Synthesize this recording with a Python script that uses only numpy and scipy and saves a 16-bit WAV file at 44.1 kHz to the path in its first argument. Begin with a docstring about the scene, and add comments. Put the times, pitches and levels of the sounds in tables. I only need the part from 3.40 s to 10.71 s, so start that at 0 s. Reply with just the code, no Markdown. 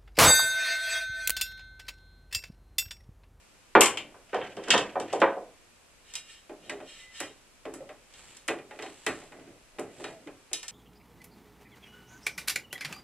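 """An inverter is taken apart on a wooden bench in a small workshop.
First a piece knocks on the bench and a steel tool falls and bounces; each impact excites damped modes.
Until about 2 s, loose parts are set down and dragged, with dull knocks and a metallic clatter.
From 2.7 s a screwdriver clinks and slides on the screws while the hands tap and rub the hollow casing.
Stick-slip friction adds brief squeals and the rustle of sleeves; a faint hiss lies under it all."""
import sys
import numpy as np
from scipy import signal
from scipy.fft import rfft, irfft, next_fast_len
from scipy.io import wavfile
from scipy.ndimage import uniform_filter1d

SR = 44100
rng = np.random.default_rng(int(sys.argv[2]) if len(sys.argv) > 2 else 0)


def store_pcm(level_fs):
    """Save levels as 16-bit WAV."""
    pcm = np.round(np.clip(level_fs, -1, 1) * 32767).astype(np.int16)
    wavfile.write(sys.argv[1], SR, np.atleast_2d(pcm).T)


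N = 322371
TIME = np.arange(N) / SR
AGE = TIME[:SR * 3 // 4]  # seconds since an impact
BIN_HZ = np.maximum(np.arange(N // 2 + 1) * SR / N, 1)
BAND_EDGES_HZ = np.geomspace(420, 14900, 29) - 400
BAND_HZ = (BAND_EDGES_HZ[1:] + BAND_EDGES_HZ[:-1]) / 2

# Levels in all tables are relative.
# the screwdriver's resonances: pitch_hz, level_db, t60_s
SCREWDRIVER_MODES = [(1330, -24, .4), (1793, -22, .26), (1828, -20, .3), (2237, -25, .24), (2436, -18, .35),
                     (2810, -17, .3), (2853, -23, .23), (3058, -16, .25), (3208, -15, .2), (3566, -19, .2),
                     (3798, -21, .22), (3838, -12, .22), (4199, -15, .21), (4382, -21, .2),
                     (4926, -22, .18), (5052, -22, .16), (5343, -19, .16), (5784, -20, .17),
                     (6807, -23, .17), (7216, -20, .2), (7849, -21, .2), (8180, -22, .18),
                     (10236, -23, .17), (11260, -27, .14)]
# the two microphone ports fall out of step near 5 kHz: frequency_hz, correlation
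PORT_CORRELATION = [(100, 0.97), (3200, 0.98), (4100, 0.38), (5000, -0.36), (6000, -0.5), (7000, -0.48),
                    (7700, 1), (8700, -0.37), (9800, 0.16), (11500, -0.43)]


def bench_knocks():
    """Impact excitation: pieces land edge by edge and drive the low modes of the wooden bench."""
    # landings: start_s, level_db, bass_db, treble_db, second_edge_lag_s, second_edge_db
    landings = [(0.3511, -9.5, 2, 5, .0053, -3.5), (0.742, -47.5, -4, 0, 0.041, -11.5),
                (0.931, -26.5, 0, 1.5, .013, 3.5), (1.172, -33.5, 6, -14.5, .008, -26),
                (1.277, -39.5, 10, 11.5, 0.0099, 5), (1.337, -16.5, -0.5, 2, 0.00388, -4.5),
                (1.555, -23, -7, -8, .008, -3.5), (1.601, -37.5, 14, 4, 0.0093, -8.5),
                (1.725, -30.5, -8.5, -15, .008, 12.5), (1.8167, -12.5, -8, 3.5, 0.0069, -3.5),
                (1.966, -27, -15, -31, 0.00478, -5)]
    colour = [(60, -39.5), (120, -31.5), (200, -26), (300, -16.5), (420, -10.5), (700, -10.5),
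              (1200, -11.5), (2000, -20), (3200, -27), (4500, -40.5), (8000, -47), (14000, -68.5)]  # close modes: frequency_hz, band_db
    modes = [(202, -25, 0.37), (296, -22, 0.34), (336, -17, 0.33), (404, -12, 0.31), (495, -16, 0.3),
             (549, -13, 0.29), (630, -24, 0.28), (705, -19, 0.27), (738, -16, 0.27), (773, -22, 0.27),
             (837, -20, 0.26), (875, -25, 0.26), (947, -24, 0.25), (1009, -16, 0.25), (1160, -22, 0.24),
             (1238, -20, 0.24), (1416, -24, 0.23), (1561, -23, 0.22), (1701, -26, 0.22), (1801, -26, 0.22),
             (1841, -25, 0.21), (2336, -24, 0.2)]  # clear modes: pitch_hz, level_db, t60_s
    blows = [hit for *blow, lag_s, again_db in landings
             for hit in rocking(blow, lag_s, again_db, duller_db=6.5)]
    return struck(blows, colour, modes, close_modes(uneven_db=2.5, cluster_hz=50.5),
                  centre_hz=650, contact_s=0.00038, crack_db=11, crack_t60=0.015, body_t60=0.15,
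                  room_db=-6, room_t60=0.36, dense_db=-4, modes_db=3)


def tool_drop():
    """Inelastic rebound: a steel tool bounces, and each short contact excites its high modes."""
    bounces = [(0.408, -15, -3, 8), (0.4152, -16.5, 10, -8), (0.435, -21.5, 3, 8), (0.458, -19.5, 2, 3),
               (0.572, -24.5, -7, -13.5)]  # start_s, level_db, bass_db, treble_db
    colour = [(300, -44), (1000, -19), (1800, -20.5), (2400, -11.5), (3000, -10), (4000, -21.5),
              (5500, -17.5), (7800, -11.5), (10000, -20), (12500, -30.5), (14000, -38.5)]  # close modes: frequency_hz, band_db
    modes = [(2336, -18, .28), (2643, -20, .22), (2764, -15, .2), (2830, -18, .22), (2956, -16, .22),
             (3085, -16, .2), (3155, -18, .2), (4054, -26, .18), (7095, -18, .2), (7150, -19, .2),
             (7222, -12, .22), (7456, -22, .16), (7771, -24, .14), (8296, -20, .16), (8403, -16, .18),
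             (9744, -23, .16), (10592, -28, .16), (11402, -17, .16), (12598, -22, .17), (13439, -36, .15)]  # clear modes: pitch_hz, level_db, t60_s
    ring = struck(bounces, colour, modes, close_modes(uneven_db=2.5, cluster_hz=89.3),
                  centre_hz=3224, contact_s=0.00027, crack_db=10.5, crack_t60=0.008, body_t60=0.15,
                  room_db=-6, room_t60=0.32, dense_db=-2.5, modes_db=-1.5)
    return ring * from_db([[1.5], [-1.5]])  # stronger at the left port


def part_clatter():
    """Free vibration: loose metal parts ring at inharmonic frequencies after each collision."""
    collisions = [(0.944, -36.5, 4, -4), (1.014, -35.5, 8, -55), (1.03, -51, 11, -52), (1.167, -43.5, 8, 0),
                  (1.237, -41.5, 1, 4), (1.283, -37, -0.5, 7), (1.304, -9.5, -6.5, -1.5),
                  (1.338, -19.5, -2.5, -7), (1.377, -21.5, -7, 1), (1.599, -38.5, -9.5, 11),
                  (1.728, -35.5, -2, 9.5), (1.801, -40.5, -2.5, 10)]  # start_s, level_db, bass_db, treble_db
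    colour = [(300, -35), (1000, -21.5), (1800, -15.5), (2400, -15), (3000, -8), (4000, -19), (5500, -15.5),
              (7500, -18.5), (10000, -25.5), (12500, -39.5), (14000, -42)]  # close modes: frequency_hz, band_db
    modes = [(1561, -17, .32), (1645, -19, .28), (1701, -22, .28), (1801, -19, .28), (1844, -15, .3),
             (2603, -17, .26), (2662, -18, .25), (2713, -21, .22), (2842, -21, .2), (2953, -19, .2),
             (3052, -16, .17), (3112, -17, .2), (3375, -18, .15), (3475, -16, .18), (3620, -20, .12),
             (4301, -24, .18), (4780, -24, .15), (4993, -25, .15), (5679, -27, .17), (7413, -24, .2),
             (7900, -22, .12)]  # clear modes: pitch_hz, level_db, t60_s
    return struck(collisions, colour, modes, close_modes(uneven_db=5.5, cluster_hz=70.1),
                  centre_hz=3300, contact_s=0.0011, crack_db=8.5, crack_t60=0.019, body_t60=0.061,
                  room_db=-3, room_t60=0.29, dense_db=-3.5, modes_db=-1.5)


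def casing_taps():
    """Shell resonance: each tap sounds the hollow casing and rocks it on its feet."""
    taps = [(3.094, -39, -2.5, -7), (3.295, -41, -1, 15), (3.32, -38, -11, -17), (3.402, -40.5, -7, -2.5),
            (3.803, -36.5, 1, 10), (4.253, -34.5, -2.5, -3), (4.335, -51.5, 12.5, 3), (4.405, -45, -5, -12),
            (4.49, -43, -13, 3), (5.083, -28, -2, 9), (5.118, -37, -5, -24), (5.186, -50, 2.5, 9),
            (5.309, -42, -9, 2.5), (5.389, -42, -1, 9), (5.423, -35, -17, -6), (5.461, -50, 10, 13),
            (5.665, -31, 4, 12.5), (5.815, -49.5, -14, 2), (5.92, -45, -29, 0.5), (5.995, -60.5, 18, 11.5),
            (6.073, -59, 19.5, 7.5), (6.385, -33, 2.5, -1.5), (6.598, -42, 2, -6), (6.641, -35.5, -12, 3),
            (6.68, -49, -19, 7), (6.872, -45.5, 6, 5.5), (7.114, -45, 0.5, -2)]  # start_s, level_db, bass_db, treble_db
    colour = [(60, -31.5), (120, -24.5), (200, -24), (320, -14), (450, -7.5), (650, -9.5), (1000, -15.5),
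              (2000, -14.5), (2800, -15.5), (4500, -29), (8000, -29), (14000, -43)]  # close modes: frequency_hz, band_db
    modes = [(269, -15, .28), (304, -14, .27), (342, -12, .26), (404, -14, .25), (439, -15, .24),
             (549, -17, .23), (611, -16, .23), (756, -24, .2), (848, -19, .21), (996, -26, .18),
             (1273, -26, .15), (1459, -25, .15), (1846, -22, .14), (1978, -21, .12), (2431, -23, .12)]  # clear modes: pitch_hz, level_db, t60_s
    blows = [hit for tap in taps for hit in rocking(tap, lag_s=0.008, again_db=-2.5, duller_db=5)]
    return struck(blows, colour, modes, close_modes(uneven_db=4, cluster_hz=69.84),
                  centre_hz=690, contact_s=0.0015, crack_db=16.5, crack_t60=0.026, body_t60=0.28,
                  room_db=-12, room_t60=0.4, dense_db=-4, modes_db=5.5)


def screwdriver_clinks():
    """Hard contact: the blade strikes the screws and rings in its bright modes."""
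    clinks = [(2.737, -40.5, -1.5, 0), (2.753, -33, -4, 1), (3.296, -44.5, 5, 3), (3.802, -44.5, 8, 15.5),
              (4.338, -56.5, 21.5, 19), (4.737, -50.5, 1, -9), (4.968, -50, -1, 4), (5.079, -43, 15, 13.5),
              (5.423, -41, 10, -7.5), (5.664, -38.5, 18.5, 9.5), (6.394, -54, 19, 16),
              (6.64, -40.5, 5.5, -9), (7.131, -30, -7, 6.5), (7.229, -41, 5.5, 0.5), (7.28, -36.5, -7.5, 2)]  # start_s, level_db, bass_db, treble_db
    colour = [(300, -36), (1000, -21.5), (1800, -20), (2400, -11), (3000, -11.5), (4000, -13.5), (5500, -8),
              (8000, -7.5), (10000, -13), (12500, -21.5), (14000, -35)]  # close modes: frequency_hz, band_db
    return struck(clinks, colour, SCREWDRIVER_MODES, close_modes(uneven_db=5.5, cluster_hz=89.2),
                  centre_hz=3570, contact_s=0.00082, crack_db=7, crack_t60=0.018, body_t60=0.081,
                  room_db=-5.5, room_t60=0.31, dense_db=-4, modes_db=2)


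def screwdriver_slides(ring_db=35.5, half_width_hz=7.4):
    """Forced vibration: the hiss of the sliding blade sets the screwdriver's modes singing."""
    slides = [(2.695, 0.021, -51.5), (2.895, 0.034, -47.5), (3.25, 0.04, -55), (3.49, 0.13, -48),
              (3.77, 0.054, -41.5)]  # start_s, length_s, level_db
    colour = [(900, -20.5), (1400, -13.5), (2000, -7), (2900, -6), (4200, -14), (5500, -10.5),
              (6800, -10.5), (7800, -9), (9000, -12), (12000, -24), (14000, -43)]  # hiss spectrum: frequency_hz, density_db
    resonance = sum(from_db(db + ring_db) ** 2 / (1 + ((BIN_HZ - hz) / half_width_hz) ** 2)
                    for hz, db, _ in SCREWDRIVER_MODES)
    colour_db = at_hz(colour, BIN_HZ) + 10 * np.log10(1 + resonance)
    pressure = strokes(slides, swell_db_per_s=273, release_db_per_s=157.5)
    return pressure * coloured(friction(grain_db=0.5, grains_per_s=280), colour_db)


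def squeals(roughness=0.14):
    """Periodic stick-slip: regular slipping gives a short, unsteady tone that swells and dies."""
    slips = [(3.554, 0.22, 2019, 2020, -55.5), (4.399, 0.037, 547, 525, -42.5),
             (4.439, 0.097, 517, 631, -52), (3.097, 0.06, 421, 395, -52), (3.297, 0.1, 428, 398, -44.5),
             (6.698, 0.12, 700, 620, -54), (6.861, 0.026, 317, 311, -43.5)]  # start_s, length_s, start_hz, end_hz, level_db
    out = np.zeros(N)
    for start_s, length_s, start_hz, end_hz, level_db in slips:
        count, at = int(length_s * SR), int(start_s * SR)
        wobble = roughness * unit_power(uniform_filter1d(rng.standard_normal(count), size=300))
        phase = 2 * np.pi * np.cumsum(np.linspace(start_hz, end_hz, count)) / SR + wobble
        envelope = from_db(level_db) * np.sqrt(2) * signal.windows.tukey(count, 0.7)
        out[at:at + count] += envelope * (1 + wobble) * np.sin(phase)
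    return out


def part_drags():
    """Sliding friction: loose parts scrape over the bench in coarse grains."""
    drags = [(0.96, 0.1, -50), (1.25, 0.21, -50), (1.68, 0.14, -51)]  # start_s, length_s, level_db
    colour = [(410, -31), (700, 4.5), (899, -17), (1790, -5), (2990, -4.5), (3700, -15.5), (6170, -20),
              (7640, -22), (12000, -44), (15600, -60.5), (22000, -120)]  # scrape spectrum: frequency_hz, density_db
    pressure = strokes(drags, swell_db_per_s=238.5, release_db_per_s=119)
    return pressure * coloured(friction(grain_db=4.5, grains_per_s=98), at_hz(colour, BIN_HZ))


def low_rumbles():
    """Structure-borne sound: the bench rumbles on after knocks, and the casing as it is handled."""
    rumbles = [(0.52, 0.096, -44), (1.01, .04, -43), (1.16, 0.03, -47), (1.3, 0.072, -35), (1.64, .03, -57),
               (1.8, 0.056, -42), (3.26, 0.078, -49), (4.38, .06, -51), (5.31, .03, -53.5),
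               (5.73, 0.035, -50), (5.94, 0.095, -49), (6.42, 0.043, -46), (6.59, 0.093, -45)]  # start_s, length_s, level_db
    colour = [(41, -46), (70, -28), (114, -5.5), (177, -6), (310, -1), (452, -5.5), (633, -1.5),
              (1210, -26.5), (1510, -16.5), (1640, -29.5), (2000, -12), (2600, -51), (4400, -120)]  # rumble spectrum: frequency_hz, density_db
    envelope = strokes(rumbles, swell_db_per_s=215.5, release_db_per_s=72)
    return envelope * coloured(friction(grain_db=2.5, grains_per_s=240), at_hz(colour, BIN_HZ))


def sleeve_rustle():
    """Fine-grained friction: shirt sleeves give broadband noise as the arms move."""
    movements = [(4.78, 0.14, -55), (5.42, 0.28, -57), (5.73, 0.064, -53), (6.61, 0.033, -53.5)]  # start_s, length_s, level_db
    colour = [(500, -3), (1400, -6), (2000, -3), (2900, -1.5), (4200, -5.5), (5500, -8.5), (6800, -5),
              (7800, -2.5), (9000, -7.5), (12000, -18), (14000, -39)]  # cloth spectrum: frequency_hz, density_db
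    pressure = strokes(movements, swell_db_per_s=142, release_db_per_s=105)
    return pressure * coloured(friction(grain_db=3, grains_per_s=500), at_hz(colour, BIN_HZ))


def background():
    """Stationary noise: a diffuse hiss and rumble, only weakly correlated between left and right."""
    colour = [(12, -31), (20, 2.5), (129, -12), (310, -10.5), (481, -12.5), (522, -9.5), (706, -14),
              (879, -13), (1060, -13.5), (2170, -15.5), (2360, -12.5), (3650, -19), (8090, -19.5),
              (11900, -26), (14000, -39)]  # noise spectrum: frequency_hz, density_db
    return coloured(rng.standard_normal((2, N)), at_hz(colour, BIN_HZ), focus=0.34)


def struck(blows, colour, modes, bank, centre_hz, contact_s, crack_db, crack_t60, body_t60,
           room_db, room_t60, dense_db, modes_db):
    """Modal superposition: a blow gives a crack, dying close modes, clear modes and the room's tail."""
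    out = np.zeros((2, N + len(AGE)))
    band_hz = BAND_HZ[:, None]
    onset = int(0.022 * SR)
    fade = lambda t60_s: from_db(-60 * AGE / t60_s)
    # the force builds up while the contact lasts, and lows take a cycle more
    rise = lambda hz: 1 - np.exp(-AGE / (contact_s + 1.3 / hz))
    crack = from_db(crack_db) * (band_hz / 3000) ** 0.37 * fade(crack_t60)
    # highs die sooner, both in the body and in the room
    body = fade(body_t60 * (band_hz / 1000) ** -0.25)
    room = from_db(room_db) * fade(room_t60 * (band_hz / 1000) ** -0.17) * (1 - np.exp(-AGE / 0.0047))
    envelope = np.sqrt(crack ** 2 + body ** 2 + room ** 2) * rise(band_hz)
    envelope /= np.sqrt(np.mean(envelope[:, :onset] ** 2, axis=1, keepdims=True))
    envelope_power = np.mean(envelope[:, :2 * onset] ** 2, axis=1)
    mode_hz, mode_db, mode_t60 = np.transpose(modes)
    rings = fade(mode_t60[:, None]) * np.exp(2j * np.pi * mode_hz[:, None] * AGE) * rise(mode_hz[:, None])
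    port_phase = np.arccos(np.clip(at_hz(PORT_CORRELATION, mode_hz), -1, 1)) / 2 * np.array([[1], [-1]])
    for start_s, level_db, bass_db, treble_db in blows:
        # force spectrum: hard contacts have more treble
        force = [(centre_hz / 3, level_db + bass_db), (centre_hz, level_db),
                 (centre_hz * 3, level_db + treble_db)]
        offset = rng.integers(bank.shape[2] - len(AGE))
        dense = bank[:, :, offset:offset + len(AGE)] * envelope[:, None]
        # the force sets the energy that each band takes up
        noise_rms = np.sqrt(np.mean(dense[:, :, :2 * onset] ** 2, axis=(1, 2)) / envelope_power)
        gains = from_db(dense_db + at_hz(colour, BAND_HZ) + at_hz(force, BAND_HZ)) / noise_rms
        # every contact point feeds the modes differently
        strength = from_db(modes_db + mode_db + at_hz(force, mode_hz) + rng.normal(0, 3, len(modes)))
        phase = 2 * np.pi * rng.random(len(modes)) + port_phase
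        clear = ((strength * np.exp(1j * phase)) @ rings).real
        at = int(start_s * SR)
        out[:, at:at + len(AGE)] += np.tensordot(gains, dense, 1) + clear
    return out[:, :N]


def rocking(blow, lag_s, again_db, duller_db):
    """Double impact: one edge meets the bench, then the other with a duller blow."""
    start_s, level_db, bass_db, treble_db = blow
    return [blow, (start_s + lag_s, level_db + again_db, bass_db, treble_db - duller_db)]


def close_modes(uneven_db, cluster_hz, size=65536):
    """Modal overlap: randomly clustered modes merge into unit-power noise, bands x 2 x size."""
    hz = np.maximum(np.arange(size // 2 + 1) * SR / size, 1)
    clusters = np.interp(hz / cluster_hz, np.arange(len(hz)), rng.standard_normal(len(hz)))
    white = two_ports(*rfft(rng.standard_normal((2, size))), at_hz(PORT_CORRELATION, hz))
    spectra = white * from_db(uneven_db * clusters)
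    return np.array([unit_power(irfft(spectra * ((hz >= low) & (hz < high))))
                     for low, high in zip(BAND_EDGES_HZ, BAND_EDGES_HZ[1:])])


def friction(grain_db, grains_per_s):
    """Irregular stick-slip: two noises whose strength varies from grain to grain."""
    grains = from_db(grain_db * rng.standard_normal(N // 10))
    return rng.standard_normal((2, N)) * np.interp(TIME * grains_per_s, np.arange(len(grains)), grains)


def strokes(rows, swell_db_per_s, release_db_per_s):
    """Exponential growth and decay: each stroke swells up to its start, holds and dies away."""
    return np.max([from_db(level_db - swell_db_per_s * np.maximum(start_s - TIME, 0)
                           - release_db_per_s * np.maximum(TIME - start_s - length_s, 0))
                   for start_s, length_s, level_db in rows], axis=0)


def coloured(drive, colour_db, focus=0.98):
    """Source and filter: two unrelated drives become unit-power stereo; low focus means diffuse."""
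    size = next_fast_len(N)
    hz = np.maximum(np.arange(size // 2 + 1) * SR / size, 1)
    spectra = rfft(drive, size) * from_db(np.interp(hz, BIN_HZ, colour_db))
    stereo = two_ports(*spectra, focus * at_hz(PORT_CORRELATION, hz))
    return unit_power(irfft(stereo, size)[:, :N])


def two_ports(mid, side, correlation):
    """Partial coherence: sum and difference give left and right a chosen correlation."""
    correlation = np.clip(correlation, -0.99, 0.99)
    mid = np.sqrt((1 + correlation) / 2) * mid
    side = np.sqrt((1 - correlation) / 2) * side
    return np.array([mid + side, mid - side])


def at_hz(points, hz):
    """Interpolation on a log-frequency axis."""
    point_hz, value = np.transpose(points)
    return np.interp(np.log(hz), np.log(point_hz), value)


def from_db(db):
    """Decibels to amplitude ratio."""
    return 10 ** (np.asarray(db) / 20)


def unit_power(x):
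    """Normalisation to a mean square of one."""
    return x / np.sqrt(np.mean(x ** 2) + 1e-20)


def scene():
    """Superposition: impacts and friction at the bench add to the steady background."""
    hiss = from_db(-59) * background()
    impacts = bench_knocks() + tool_drop() + part_clatter() + casing_taps() + screwdriver_clinks()
    # things this small radiate little deep bass
    work = signal.sosfilt(signal.butter(2, 105, "high", fs=SR, output="sos"), impacts)
    work += from_db(-2.4) * screwdriver_slides() + squeals()
    work += from_db(2.5) * part_drags() + from_db(-5) * low_rumbles() + from_db(1) * sleeve_rustle()
    return work * from_db([[-0.3], [0.3]]) + hiss


def record(dry, ceiling=0.9, cutoff_hz=14200):
    """Soft saturation rounds the loudest peaks; a steep low-pass then limits the bandwidth."""
    rounded = dry / (1 + (dry / ceiling) ** 6) ** (1 / 6)
    return signal.sosfilt(signal.ellip(10, 0.2, 80, cutoff_hz, fs=SR, output="sos"), rounded)


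dry = scene()
out = record(dry)
store_pcm(out)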